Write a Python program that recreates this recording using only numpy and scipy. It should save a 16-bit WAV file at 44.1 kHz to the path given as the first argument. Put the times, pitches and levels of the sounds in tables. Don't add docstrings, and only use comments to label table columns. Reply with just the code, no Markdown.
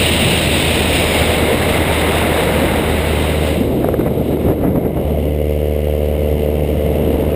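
import sys
import numpy as np
from scipy import signal
from scipy.fft import rfft, irfft, next_fast_len
from scipy.io import wavfile
from scipy.ndimage import map_coordinates

SR = 44100
rng = np.random.default_rng(int(sys.argv[2]) if len(sys.argv) > 2 else 0)


def inscribe(sig):
    pcm = np.round(np.clip(np.atleast_2d(sig).T, -1, 1) * 32767)
    wavfile.write(sys.argv[1], SR, pcm.astype(np.int16))


N = 324135


# (time [s], buffeting [dB], tearing [dB], hiss [dB])
WIND_LEVELS = [(0, -17.7, -23.5, -18), (.7, -18, -24.5, -19), (1.15, -17, -21.5, -19.3),
               (1.45, -16.5, -22, -24), (2.15, -18.5, -19.5, -23), (2.7, -16.5, -21.5, -27),
               (3.48, -21, -27, -27.5), (3.68, -15.5, -39, -37), (4.05, -18, -44.5, -42),
               (4.42, -17.5, -40, -39), (4.76, -18, -47, -48), (5.1, -18.5, -45, -40.5),
               (5.48, -28, -46, -39.5), (5.9, -28, -42.5, -38.4), (6.2, -21.5, -43, -38),
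               (6.6, -22.4, -43.5, -38), (7, -17.5, -38, -37.5), (7.35, -17.5, -36, -38)]
# (time [s], share of fast air [0-1], share of flow broken away [0-1])
AIRFLOW = [(0, 1, 0.03), (3.4, 0.9, 0.02), (3.8, 0.75, 0.92), (4.4, 0.75, 0.98), (4.75, 0.47, 0.95),
           (5.3, 0.03, 0.27), (6.4, 0.05, 0.15), (7.35, 0.2, 0.42)]
def slipstream(cycle, pump_depth=0.066):
    buffet_db, tear_db, hiss_db = curves(WIND_LEVELS)
    fast, broken = curves(AIRFLOW)
    gust_buffet, gust_tear = gusts()
    beat = np.cos(2 * np.pi * cycle)
    pump = np.exp(pump_depth * (1 - fast) * (beat - pump_depth))
    roar = np.hypot(amp(buffet_db), gust_buffet) * buffeting(broken)
    tear = np.hypot(amp(tear_db), gust_tear) * tearing()
    return pump * (roar + tear) + amp(hiss_db) * hiss(fast, beat)


# (frequency [Hz], relative level [dB])
ATTACHED_SPECTRUM = [(15, -24), (30, -6.5), (55, -2.5), (100, -1), (170, -0.5), (300, -1), (480, -1),
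                     (620, -4), (760, -13.5), (1000, -22.5), (1400, -34), (2500, -62)]
BROKEN_SPECTRUM = [(15, -28), (30, -19), (55, -0.5), (85, -1), (120, 2.5), (180, 0.5), (300, 0.5),
                   (480, -2), (620, -5.5), (760, -14.5), (1000, -23.5), (1400, -31.5), (2500, -54)]
def buffeting(broken):
    detached = turbulence(BROKEN_SPECTRUM, lump_db=1.3, lump_hz=120)
    attached = turbulence(ATTACHED_SPECTRUM, lump_db=0.66, lump_hz=120)
    return blend(broken, detached, attached)


# (frequency [Hz], relative level [dB])
TEAR_SPECTRUM = [(300, -23), (600, 7.5), (800, 5), (1100, -0.5), (1600, -2), (2100, -1), (3000, -14),
                 (5500, -50)]
def tearing():
    return turbulence(TEAR_SPECTRUM, lump_db=1.5, lump_hz=300)


# (frequency [Hz], relative level [dB])
FAST_HISS_SPECTRUM = [(1000, -38), (1600, -15.5), (2050, -4), (2400, -3), (2800, -0.5), (3350, -4.5),
                      (3750, -1), (4000, -5.5), (4400, -15.5), (5100, -15), (5600, -23.5), (6000, -27)]
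SLOW_HISS_SPECTRUM = [(1000, -38), (1700, -12), (2130, 1.5), (2450, -5), (2850, 3), (3200, -3.5),
                      (3700, -12.5), (4400, -16), (5100, -17.5), (5500, -17), (5950, -24)]
def hiss(fast, beat, beat_depth=0.38):
    rush = turbulence(FAST_HISS_SPECTRUM, lump_db=0.7, lump_hz=200) * amp(0.8 * wobble(12))
    rasp = turbulence(SLOW_HISS_SPECTRUM, lump_db=1.8, lump_hz=270) * np.exp(beat_depth * beat)
    return blend(fast, rush, unit(rasp))


# (middle [s], length [s], buffeting [dB], tearing [dB])
GUST_EVENTS = [(3.845, .09, -20, -37), (4.004, 0.029, -13.5, -33), (4.065, 0.048, -17, -30.5),
               (4.188, 0.046, -18, -46), (4.325, 0.057, -15.5, -39), (4.49, 0.1, -12.5, -33.5),
               (4.656, 0.098, -14.5, -34), (4.766, 0.043, -14.5, -39), (4.857, 0.034, -16, -36),
               (4.984, .04, -15.5, -42)]
def gusts():
    return sum(np.outer(amp([buffet_db, tear_db]), swell(middle, length, steepness=3))
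               for middle, length, buffet_db, tear_db in GUST_EVENTS)


# (middle [s], length [s], gain [dB])
LULL_EVENTS = [(3.96, .035, -2.5), (4.374, 0.045, -5.5), (4.558, 0.049, -3.5), (4.92, .06, -3)]
def lulls():
    return amp(sum(db * swell(middle, length, steepness=1.6) for middle, length, db in LULL_EVENTS))


# (time [s], level [dB])
EDDY_HITS = [(3.845, -10), (3.874, -21), (3.888, -6.5), (3.942, -9.5), (3.994, -10.5), (4.011, -12.5),
             (4.062, -15), (4.316, -20), (4.37, -14.5), (4.486, -14), (4.642, -19), (4.759, -14),
             (4.863, -21), (4.972, -17)]
def eddy_slaps(rise_s=0.0011, decay_s=0.0029, swing_hz=470, thump_db=3.0, spit_db=-7):
    t = np.arange(N) / SR
    blows, thumps = np.zeros((2, N))
    for (hit, db), pitch in zip(EDDY_HITS, rng.standard_normal(len(EDDY_HITS))):
        near = np.abs(t - hit) < .03
        age = t[near] - hit
        push = amp(db) * np.exp(-np.maximum(-age / rise_s, age / decay_s))
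        blows[near] += push
        thumps[near] += push * np.cos(2 * np.pi * swing_hz * np.exp(.2 * pitch) * age)
    spit_spectrum = [(200, -6), (600, 4.5), (1000, -0.5), (1600, -5.0), (2300, -17), (5000, -33)]
    spit = coloured(rng.standard_normal(N), spit_spectrum)
    return amp(thump_db) * thumps + amp(spit_db) * blows * spit


# (middle [s], length [s], pitch [Hz], level [dB])
VORTEX_TRAINS = [(0.327, 0.73, 154.5, -21), (1.37, 0.57, 474, -21), (2.35, 0.59, 476, -24),
                 (2.77, 0.13, 160, -20), (2.85, .2, 320.6, -26), (3.35, 0.53, 165, -28),
                 (3.63, .16, 218, -17), (3.794, 0.14, 285.7, -17.5), (4.334, .1, 341, -19),
                 (4.673, .06, 236.6, -16.5), (4.763, 0.052, 231, -15), (5.27, 0.13, 242.5, -22),
                 (7.05, .17, 225, -23), (7.17, 0.15, 298.5, -20)]
def vortex_booms():
    return sum(amp(db) * swell(middle, length, steepness=1.9) * noisy_tone(np.full(N, hz), width_hz=150)
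               for middle, length, hz, db in VORTEX_TRAINS)


# (time [s], blade passes and firings [1/s])
BEAT_RATE = [(0, 81.8), (.7, 79.9), (1.4, 79), (2.2, 77.7), (3.1, 76.6), (4.4, 75.2), (5.3, 74.6),
             (6.3, 74.55), (7.35, 74.7)]
# (time [s], propeller [dB], exhaust [dB])
ENGINE_LEVELS = [(0, -21.5, -48), (2.75, -22, -25), (3.1, -18.5, -27), (3.5, -17.5, -22), (3.7, -30, -31),
                 (4.4, -23.5, -29.5), (4.85, -31, -33), (5.1, -19, -23.5), (5.5, -17, -20),
                 (6.4, -18, -19.5), (7.35, -20, -21.5)]
def engine(drift_hz=0.057):
    rate, = curves(BEAT_RATE)
    blade_db, exhaust_db = curves(ENGINE_LEVELS)
    cycle = np.cumsum(rate + drift_hz * wobble(6)) / SR
    return amp(blade_db) * propeller(cycle) + amp(exhaust_db) * exhaust(cycle, rate), cycle


# (multiple of the blade rate, relative level [dB])
BLADE_HARMONICS = [(1, -0.5), (2, -8.5), (3, -13), (4, -17.5)]
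def propeller(cycle, flutter_db=0.27):
    return unit(sum(amp(db + flutter_db * wobble(14)) * np.cos(2 * np.pi * k * cycle)
                    for k, db in BLADE_HARMONICS))


# (strength [dB], lateness [s])
FIRING_ORDER = [(-2.2, .00006), (1.1, -.00005), (-.5, .00005), (1.1, -.00006)]
# (frequency [Hz], relative level [dB])
PIPE_SPECTRUM = [(120, -29), (300, 0), (450, 2), (600, -2), (720, 2), (950, -10), (1200, -24), (1500, -38),
                 (2500, -55)]
BLAST_SPECTRUM = [(250, -22), (420, 1), (540, 3), (700, -11), (850, -13.5), (1050, -19), (1400, -49),
                  (2500, -65)]
def exhaust(cycle, rate, ring_hz=495, rise_s=0.0019, fall_s=0.0018, after_blade_s=.0006,
            jitter_s=.00005, scatter_db=-0.5, detune=0.0086, blast_db=-12):
    firing = np.round(cycle).astype(int)
    late, size, pitch = rng.standard_normal((firing.max() + 1, 3))[firing].T
    cylinder_db, cylinder_late = np.take(FIRING_ORDER, firing, axis=0, mode="wrap").T
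    age = (cycle - firing) / rate - after_blade_s - cylinder_late - jitter_s * late
    shape = np.exp(-np.abs(age / np.where(age < 0, rise_s, fall_s)) ** 1.48)
    puff = amp(cylinder_db + scatter_db * size) * shape
    swing = np.cos(2 * np.pi * ring_hz * (1 + detune * pitch) * age)
    blast = coloured(puff * rng.standard_normal(N), BLAST_SPECTRUM)
    return coloured(puff * swing, PIPE_SPECTRUM) + amp(blast_db) * blast


# (time [s], pitch [Hz], level [dB])
EDGE_NOTE = [(0, 2856, -28), (.65, 2613, -32), (1.15, 2225, -25.5), (1.45, 2110, -29), (3.3, 2110, -33.5),
             (3.8, 2100, -48)]
def edge_tone():
    hz, db = curves(EDGE_NOTE)
    return amp(db) * noisy_tone(hz, width_hz=340)


def whistle(middle_s=1.04, length_s=0.63, level_db=-39.5, middle_hz=5160, sag_hz_per_s=950):
    hz = middle_hz - sag_hz_per_s * (np.arange(N) / SR - middle_s)
    return amp(level_db) * swell(middle_s, length_s, steepness=2.3) * noisy_tone(hz, width_hz=87)


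def turbulence(spectrum, lump_db, lump_hz):
    return coloured(rng.standard_normal(N) * amp(lump_db * wobble(lump_hz)), spectrum)


def noisy_tone(hz, width_hz):
    phase = 2 * np.pi * np.cumsum(hz) / SR
    return unit(wobble(width_hz) * np.cos(phase) + wobble(width_hz) * np.sin(phase))


def coloured(x, spectrum):
    points_hz, db = np.transpose(spectrum)
    return unit(filtered(x, lambda hz: amp(np.interp(np.log(hz + 1), np.log(points_hz), db))))


def filtered(x, response):
    size = next_fast_len(N + SR // 2)
    return irfft(rfft(x, size) * response(np.fft.rfftfreq(size, 1 / SR)), size)[:N]


def blend(share, a, b):
    share = np.clip(share, 0, 1)
    return np.sqrt(share) * a + np.sqrt(1 - share) * b


def swell(middle, length, steepness):
    return np.exp(-np.abs(2 * (np.arange(N) / SR - middle) / length) ** steepness)


def wobble(rate):
    return map_coordinates(rng.standard_normal(int(N * rate / SR) + 4), [np.arange(N) * rate / SR])


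def curves(rows):
    times, *columns = np.transpose(rows)
    return [np.interp(np.arange(N) / SR, times, column) for column in columns]


def amp(db):
    return 10 ** (np.asarray(db) / 20)


def unit(x):
    return x / np.sqrt(np.mean(x ** 2) + 1e-20)


def scene():
    drone, cycle = engine()
    wind = lulls() * slipstream(cycle) + eddy_slaps()
    flow_tones = edge_tone() + whistle() + vortex_booms()
    return (wind + drone + flow_tones)[None]


def record(dry, ceiling=1.0, hold_hz=12000, top_hz=15330):
    rounded = dry[0] / (1 + np.abs(dry[0] / ceiling) ** 4) ** (1 / 4)
    held = np.repeat(signal.resample_poly(rounded, hold_hz, SR), 4)
    mirrored = signal.resample_poly(held, SR, 4 * hold_hz)[:N]
    return filtered(mirrored, lambda hz: hz < top_hz)[None]


dry = scene()
out = record(dry)
inscribe(out)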